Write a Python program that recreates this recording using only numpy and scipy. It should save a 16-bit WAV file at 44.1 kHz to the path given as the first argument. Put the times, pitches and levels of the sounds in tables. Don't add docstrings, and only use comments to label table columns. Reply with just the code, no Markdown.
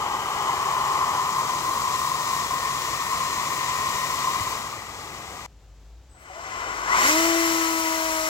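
import sys
import numpy as np
from scipy.fft import rfft, irfft, next_fast_len
from scipy.io import wavfile
from scipy.ndimage import uniform_filter1d, map_coordinates

SR = 44100
rng = np.random.default_rng(int(sys.argv[2]) if len(sys.argv) > 2 else 0)


def digitize_waveform(pressure):
    field = np.atleast_2d(pressure).T
    bounded = np.clip(field, -1, 1)
    quanta = np.round(bounded * 32767).astype(np.int16)
    wavfile.write(sys.argv[1], SR, quanta)


N = 365588

# time in seconds, shaft speed in turns a second.
SMOKE_SPEED = [(0, 121.5), (.25, 122.3), (.4, 130), (.85, 138.4), (1.1, 137), (1.25, 140.4), (2, 142),
               (2.9, 140.1), (3.3, 140.6), (4.2, 142.7), (4.43, 141.2), (4.6, 123), (4.85, 100), (5.47, 96)]
REV_SPEED = [(6.09, 10), (6.15, 34), (6.23, 56), (6.35, 77), (6.5, 98), (6.6, 105.5), (6.75, 111.5),
             (6.85, 121), (6.88, 132), (6.95, 168), (7.03, 240), (7.1, 304), (7.18, 325), (7.28, 333.5),
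             (7.6, 328), (7.95, 323), (8.29, 317)]
# time in seconds, share of the swing (0-1).
SWING = [(1.15, 0), (1.6, .55), (2.9, 1)]
# base level at cruise in dB, dB per doubling of speed, change with the full swing in dB.
SMOKE_LAWS = [(-40.5, 9, 0), (-24, 25, -4.5), (-36.5, 15.5, -0.2), (-35.5, 19.5, 2)]
# base level at the knee in dB, dB per doubling
# below it, dB per doubling above it, surge under hard acceleration in dB, change once lifted in dB.
REV_LAWS = [(-38, 12, 1.5, 7, -4), (-33.5, 27, 1, 6, -3), (-37, 18, 6, 8, -5), (-41.5, 18, 9, 6.5, -4)]
# centre in Hz, width in Hz, relative level in dB.
SMOKE_HOWL = [(1043, 95, 0.5), (1114, 295, -8), (935, 140, -17)]
SMOKE_LOOSE = [(743, 120, -9.5), (872, 170, 0), (1095, 350, 7), (1214, 110, 6)]
SMOKE_DUCT = [(1530, 290, -12), (1980, 240, 4.5), (2300, 770, -1.5), (2860, 370, -6.5)]
REV_HOWL = [(1060, 240, 2.5), (1136, 250, -2), (1480, 140, -3)]
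REV_DUCT = [(2025, 92, 6.5), (2037, 1360, -1.5), (3000, 190, -4.5)]
# centre in Hz, width in Hz, relative dB.
SIDE_MODES = [(390, 90, -9), (870, 200, 0), (3050, 380, -13)]
# centre in Hz, width in Hz, gain in dB.
BLADE_FLARES = [(2060, 180, -28), (4220, 150, -42)]
# order (cycles per turn), base level at full speed in dB.
BUZZ = [(1, -29.5), (2, -33.5), (3, -33), (4, -35.5)]
OVERTONES = [(5, -40), (6, -54), (7, -42.5), (8, -41), (9, -49), (11, -70), (12, -66)]
# frequency in Hz, relative dB.
SMOKE_DRAUGHT = [(20, -24), (45, -4), (80, 4), (130, 2.5), (250, -0.5), (390, 2), (620, 0.5), (730, 3),
                 (1000, -14.5), (1600, -2), (3000, -48)]
REV_DRAUGHT = [(30, -25), (120, -10), (220, -10), (380, -0.5), (520, -1), (700, 3), (880, 1.5), (1500, 2.5),
               (3000, -48)]
SMOKE_HISS = [(900, -31), (2000, -5.5), (2800, -2.5), (3600, 2), (4500, 0.5), (5300, 1), (6400, 1),
              (7100, 1), (7700, 1), (8500, -8), (10000, -23)]
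REV_HISS = [(900, -14.5), (2500, -4), (3700, -1.5), (4200, 1.5), (4550, -0.5), (5300, 4), (6400, 4.5),
            (7000, 3.5), (7600, 4), (8500, -6.5), (10000, -50)]
FIZZ = [(6000, -19), (8900, 0.5), (10400, 3), (12500, 0.5), (13700, 0), (15000, 0), (16000, -1.5)]
WOOD = [(15, -47), (25, -17), (38, -6.5), (59, -7.5), (71, -17), (86, -15.5), (116, -22), (209, -35),
        (722, -39), (1800, -47.5), (7500, -50), (9050, -63), (15500, -62)]
# frequency in Hz, left-right correlation (0-1).
ALIKE = [(100, .985), (1100, .97), (2200, .72), (4500, .53), (8000, .36), (14000, .24)]
# frequency in Hz, left over right in dB.
SMOKE_SIDE = [(60, 3.1), (110, 1.8), (200, 5.3), (380, 4.3), (700, 4.6), (1290, 2.1), (2380, 7.9),
              (4400, 4.6), (8120, 6.4), (15000, 9.5)]
REV_SIDE = [(60, 2.0), (110, 3.4), (200, 7.4), (380, 5.3), (700, 5.4), (1290, 5.1), (2380, 5.8),
            (4400, 6.4), (8120, 3.7), (15000, 7.6)]
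# time in seconds, pitch in Hz, base level in dB.
DRONE = [(5.2, 67.1, -55), (5.39, 62, -53), (5.51, 54.7, -54), (5.72, 51, -50), (5.91, 53.5, -45),
         (6.13, 66.1, -51), (6.22, 66.3, -61), (6.7, 52.8, -50), (7.02, 49.7, -50), (7.25, 48.3, -57),
         (7.44, 49.4, -65), (8.29, 47.8, -52)]

T = np.arange(N) / SR
SIZE = next_fast_len(N + 8192)
HZ = np.fft.rfftfreq(SIZE, 1 / SR)
LEFT_RIGHT = np.array([[1], [-1]])

CUT = 5.462
TOP_HZ = 15800
BLADES = 13
CRUISE, FULL = 140, 325
KNEE = 111.2
HARD_ACCELERATION = 900
SURGE_LAG_S = 0.02
LOCK_SPEED = 164
LOCK_DOUBLINGS, LOCK_DB = 0.33, 7.5
BLADE_LEAN_DB = 2.5
LIFT_AT, LIFT_S = 7.3, 0.49
GROUND_MS = 2.983
GROUND_MS_PER_S, RISE_AT = 1.29, 7.0
SWITCH_HZ = 8040


def part_throttle():
    speed, = curves(SMOKE_SPEED)
    swing, = curves(SWING)
    shaded = ramp(3.85, .35)
    doublings = np.log2(speed / CRUISE)
    draught_db, howl_db, duct_db, hiss_db = (
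        db + slope * doublings + swung * swing for db, slope, swung in SMOKE_LAWS)
    angle = shaft_angle(speed, jitter=.002)

    locked = np.clip((speed - 110) / 32, .02, .98)
    howl = np.sqrt(locked) * turbulence(resonances(SMOKE_HOWL), flutter_db=.5)
    howl += np.sqrt(1 - locked) * turbulence(resonances(SMOKE_LOOSE), flutter_db=.2)
    air = amp(howl_db) * howl
    air += amp(draught_db) * turbulence(amp(along(SMOKE_DRAUGHT)), flutter_db=0.9)
    duct_db = duct_db - 0.99 * shaded + beam_gap(at=1.77, width_s=0.99, depth_db=-4.5)
    air += amp(duct_db) * turbulence(resonances(SMOKE_DUCT), flutter_db=0.35)
    air += amp(hiss_db) * jet(SMOKE_HISS, speed, fizz_db=-8, brighten_db=3, mode_hz=1045, echo=0.055)
    side_db = -34.5 - 10 * doublings - 24 * swing
    air += amp(side_db) * turbulence(resonances(SIDE_MODES), flutter_db=1)

    blade_db = -46 + 32 * doublings - 5 * shaded + beam_gap(at=1.6, width_s=.45, depth_db=-8)
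    blades = amp(blade_db) * blade_tone(angle)
    unbalance = amp(-51.5 + 9 * doublings) * tone(angle, waver_db=1.8)
    whistle = controller(angle, speed, db=-62, sideband_db=-8)
    fan = air + blades + unbalance + whistle + cogging(angle, speed, db=-52)
    drift_db = 0.03 * (T - 2.7) * LEFT_RIGHT
    return amp(drift_db) * ports(fan, lead_ms=0.15, side=SMOKE_SIDE)


def rev_up():
    speed, = curves(REV_SPEED)
    doublings = np.log2(speed / KNEE)
    surge = strain(speed)
    lifted = ramp(LIFT_AT, LIFT_S)
    draught_db, howl_db, duct_db, hiss_db = (
        db + np.where(doublings < 0, below, above) * doublings + surge_db * surge + lift_db * lifted
        for db, below, above, surge_db, lift_db in REV_LAWS)
    angle = shaft_angle(speed, jitter=.002)

    air = amp(draught_db) * turbulence(amp(along(REV_DRAUGHT)), flutter_db=1.3)
    lock_db = LOCK_DB * np.exp(-(np.log2(speed / LOCK_SPEED) / LOCK_DOUBLINGS) ** 2)
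    air += amp(howl_db + lock_db) * turbulence(resonances(REV_HOWL), flutter_db=0.3)
    air += amp(duct_db) * turbulence(resonances(REV_DUCT), flutter_db=1.2)
    fizz_db = -11 + 1.5 * lifted
    air += amp(hiss_db) * jet(REV_HISS, speed, fizz_db, brighten_db=4.5, mode_hz=1060, echo=0.053)

    tones = rotor_buzz(angle, speed, db_per_doubling=34)
    tones = tones + whine(angle, speed, db_per_doubling=8, surge_db=14, mode_hz=1050, echo=0.71)
    unbalance = amp(-58.5) * ramp(6.3, 0.13) * tone(angle, waver_db=2)
    tones = amp(-2.0 * lifted) * tones + unbalance

    sputter_gate = ramp(6.18, .02) * (1 - ramp(6.23, .04))
    sputter = amp(-64) * sputter_gate * turbulence(amp(along(FIZZ)), flutter_db=2)
    catch = ramp(6.27, .08) * cogging(shaft_angle(speed, jitter=.05), speed, db=-43)
    catch += bump(at=6.297, hz=750, decay=.025, db=-36)
    whistle = controller(angle, speed, db=-63.5, sideband_db=-3)

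    fan = ground(air, strength=0.14, dull_hz=1000) + ground(tones, strength=0.58, dull_hz=1480)
    kick_db = -1.6 * np.exp(-((T - 7.1) / 0.16) ** 2)
    fan = fan * amp(kick_db * LEFT_RIGHT)
    running = ramp(6.08, 0.035) * (fan + whistle)
    return ports(running + sputter + catch, lead_ms=0.2435, side=REV_SIDE)


def jet(spectrum, speed, fizz_db, brighten_db, mode_hz, echo):
    top = amp(fizz_db + brighten_db * np.log2(np.maximum(speed, 100) / CRUISE))
    hiss = turbulence(amp(along(spectrum)) * pipe(HZ, mode_hz, echo), flutter_db=0.48)
    fizz = top * turbulence(amp(along(FIZZ)), flutter_db=0.73)
    return bounces(hiss + fizz, strength=.115, sway_ms=.07)


def rotor_buzz(angle, speed, db_per_doubling):
    pushes = sum(amp(db) * tone(order * angle + np.pi / 2, waver_db=.5 * np.sqrt(order))
                 for order, db in BUZZ)
    return amp(db_per_doubling * np.log2(speed / FULL)) * pushes


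def whine(angle, speed, db_per_doubling, surge_db, mode_hz, echo):
    orders = sum(amp(db) * pipe(order * speed, mode_hz, echo) * tone(order * angle + np.pi / 2, waver_db=2)
                 for order, db in OVERTONES)
    orders_db = db_per_doubling * np.log2(speed / FULL) + surge_db * strain(speed)
    blade_hz = BLADES * speed
    flare = np.sqrt(sum(amp(db) ** 2 / (1 + (2 * (blade_hz - hz) / width) ** 2)
                        for hz, width, db in BLADE_FLARES))
    loading = np.minimum(speed / KNEE, 1) ** 4 * np.minimum(155 / speed, 1) ** 1.1
    blades = loading * flare * blade_tone(angle)
    return ramp(6.4, 0.14) * amp(orders_db) * orders + blades


def blade_tone(angle):
    return amp(BLADE_LEAN_DB * LEFT_RIGHT) * tone(BLADES * angle, waver_db=2)


def beam_gap(at, width_s, depth_db):
    return depth_db * np.exp(-((T - at) / width_s) ** 2)


def strain(speed):
    acceleration = uniform_filter1d(np.gradient(speed) * SR, size=SR // 20)
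    push = np.clip(acceleration / HARD_ACCELERATION, 0, 1) * np.minimum(speed / CRUISE, 1) ** 2
    return np.interp(T - SURGE_LAG_S, T, push)


def shaft_angle(speed, jitter):
    return 2 * np.pi * np.cumsum(speed * (1 + jitter * wobble(30))) / SR


def cogging(angle, speed, db):
    shell = 1 / (1 + ((8 * speed - 690) / 110) ** 2)
    return amp(db) * shell * tone(8 * angle, waver_db=4)


def controller(angle, speed, db, sideband_db):
    carrier = np.sqrt(2) * np.sin(2 * np.pi * SWITCH_HZ * T)
    magnets = np.cos(4 * angle)
    fade_db = -.23 * np.maximum(speed - 100, 0)
    return amp(db + fade_db) * carrier * (1 + amp(sideband_db) * magnets)


def bump(at, hz, decay, db):
    age = np.maximum(T - at, 0)
    return amp(db) * ramp(at, 0.0041) * np.exp(-age / decay) * np.sin(2 * np.pi * hz * age)


def turbulence(gain, flutter_db):
    turn = np.arccos(np.clip(along(ALIKE), 0, 1)) / 2
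    mid_side_gain = gain * np.array([np.cos(turn), np.sin(turn)])
    mid, side = filtered(rng.standard_normal((2, N)), mid_side_gain)
    flutter = unit(wobble(9) + wobble(45))
    return unit(np.array([mid + side, mid - side]) * amp(flutter_db * flutter))


def tone(angle, waver_db):
    return np.sqrt(2) * np.sin(angle) * amp(waver_db * wobble(18))


def resonances(modes):
    return np.sqrt(sum((amp(db) / (1 + (2 * (HZ - hz) / width) ** 2)) ** 2 for hz, width, db in modes))


def pipe(hz, mode_hz, echo):
    return np.sqrt(1 - echo ** 2) / np.abs(1 - echo * np.exp(2j * np.pi * hz / mode_hz))


def bounces(x, strength, sway_ms):
    paths_ms = (1.3, 2.1, 2.9, 4.4)
    delays = [(ms + sway_ms * wobble(1.2)) / 1000 for ms in paths_ms]
    copies = np.array([sum(np.interp(T - d, T, channel) for d in delays) for channel in x])
    return unit(x + strength * copies)


def ground(x, strength, dull_hz):
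    lag = (GROUND_MS + GROUND_MS_PER_S * np.maximum(T - RISE_AT, 0)) / 1000
    dull = filtered(np.atleast_2d(x), 1 / (1 + (HZ / dull_hz) ** 2))
    return x + strength * np.array([np.interp(T - lag, T, channel) for channel in dull])


def ports(x, lead_ms, side):
    half = amp(along(side) / 2) * np.exp(1j * np.pi * HZ * lead_ms / 1000)
    return filtered(x, np.array([half, 1 / half]))


def woodland():
    drone_hz, drone_db = curves(DRONE)
    drone_angle = 2 * np.pi * np.cumsum(drone_hz) / SR
    drone = ramp(5.1, 0.18) * amp(drone_db) * tone(drone_angle, waver_db=1)
    above_drone = HZ ** 2 / (HZ ** 2 + 90 ** 2)
    leaves = amp(-54.5) * turbulence(amp(along(WOOD)) * above_drone, flutter_db=0.5)
    return drone + leaves


def amp(db):
    return 10 ** (np.asarray(db) / 20)


def unit(x):
    return x / np.sqrt(np.mean(x ** 2) + 1e-20)


def along(points):
    f, v = np.transpose(points)
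    return np.interp(np.log(HZ + 1), np.log(f + 1), v)


def curves(rows):
    s, *cols = np.transpose(rows)
    return [np.interp(T, s, c) for c in cols]


def ramp(start, length):
    return np.clip((T - start) / length, 0, 1)


def wobble(rate):
    return map_coordinates(rng.standard_normal(4096), [T * rate], mode="wrap")


def filtered(x, response):
    return irfft(rfft(x, SIZE) * response, SIZE)[..., :N]


def scene():
    second = ramp(CUT, 0.0022)
    glove = bump(at=4.408, hz=90, decay=.013, db=-25)
    fan = (1 - second) * (part_throttle() + glove) + second * rev_up()
    return fan + woodland() * amp(LEFT_RIGHT)


def record(dry):
    return filtered(dry, HZ < TOP_HZ)


dry = scene()
out = record(dry)
digitize_waveform(out)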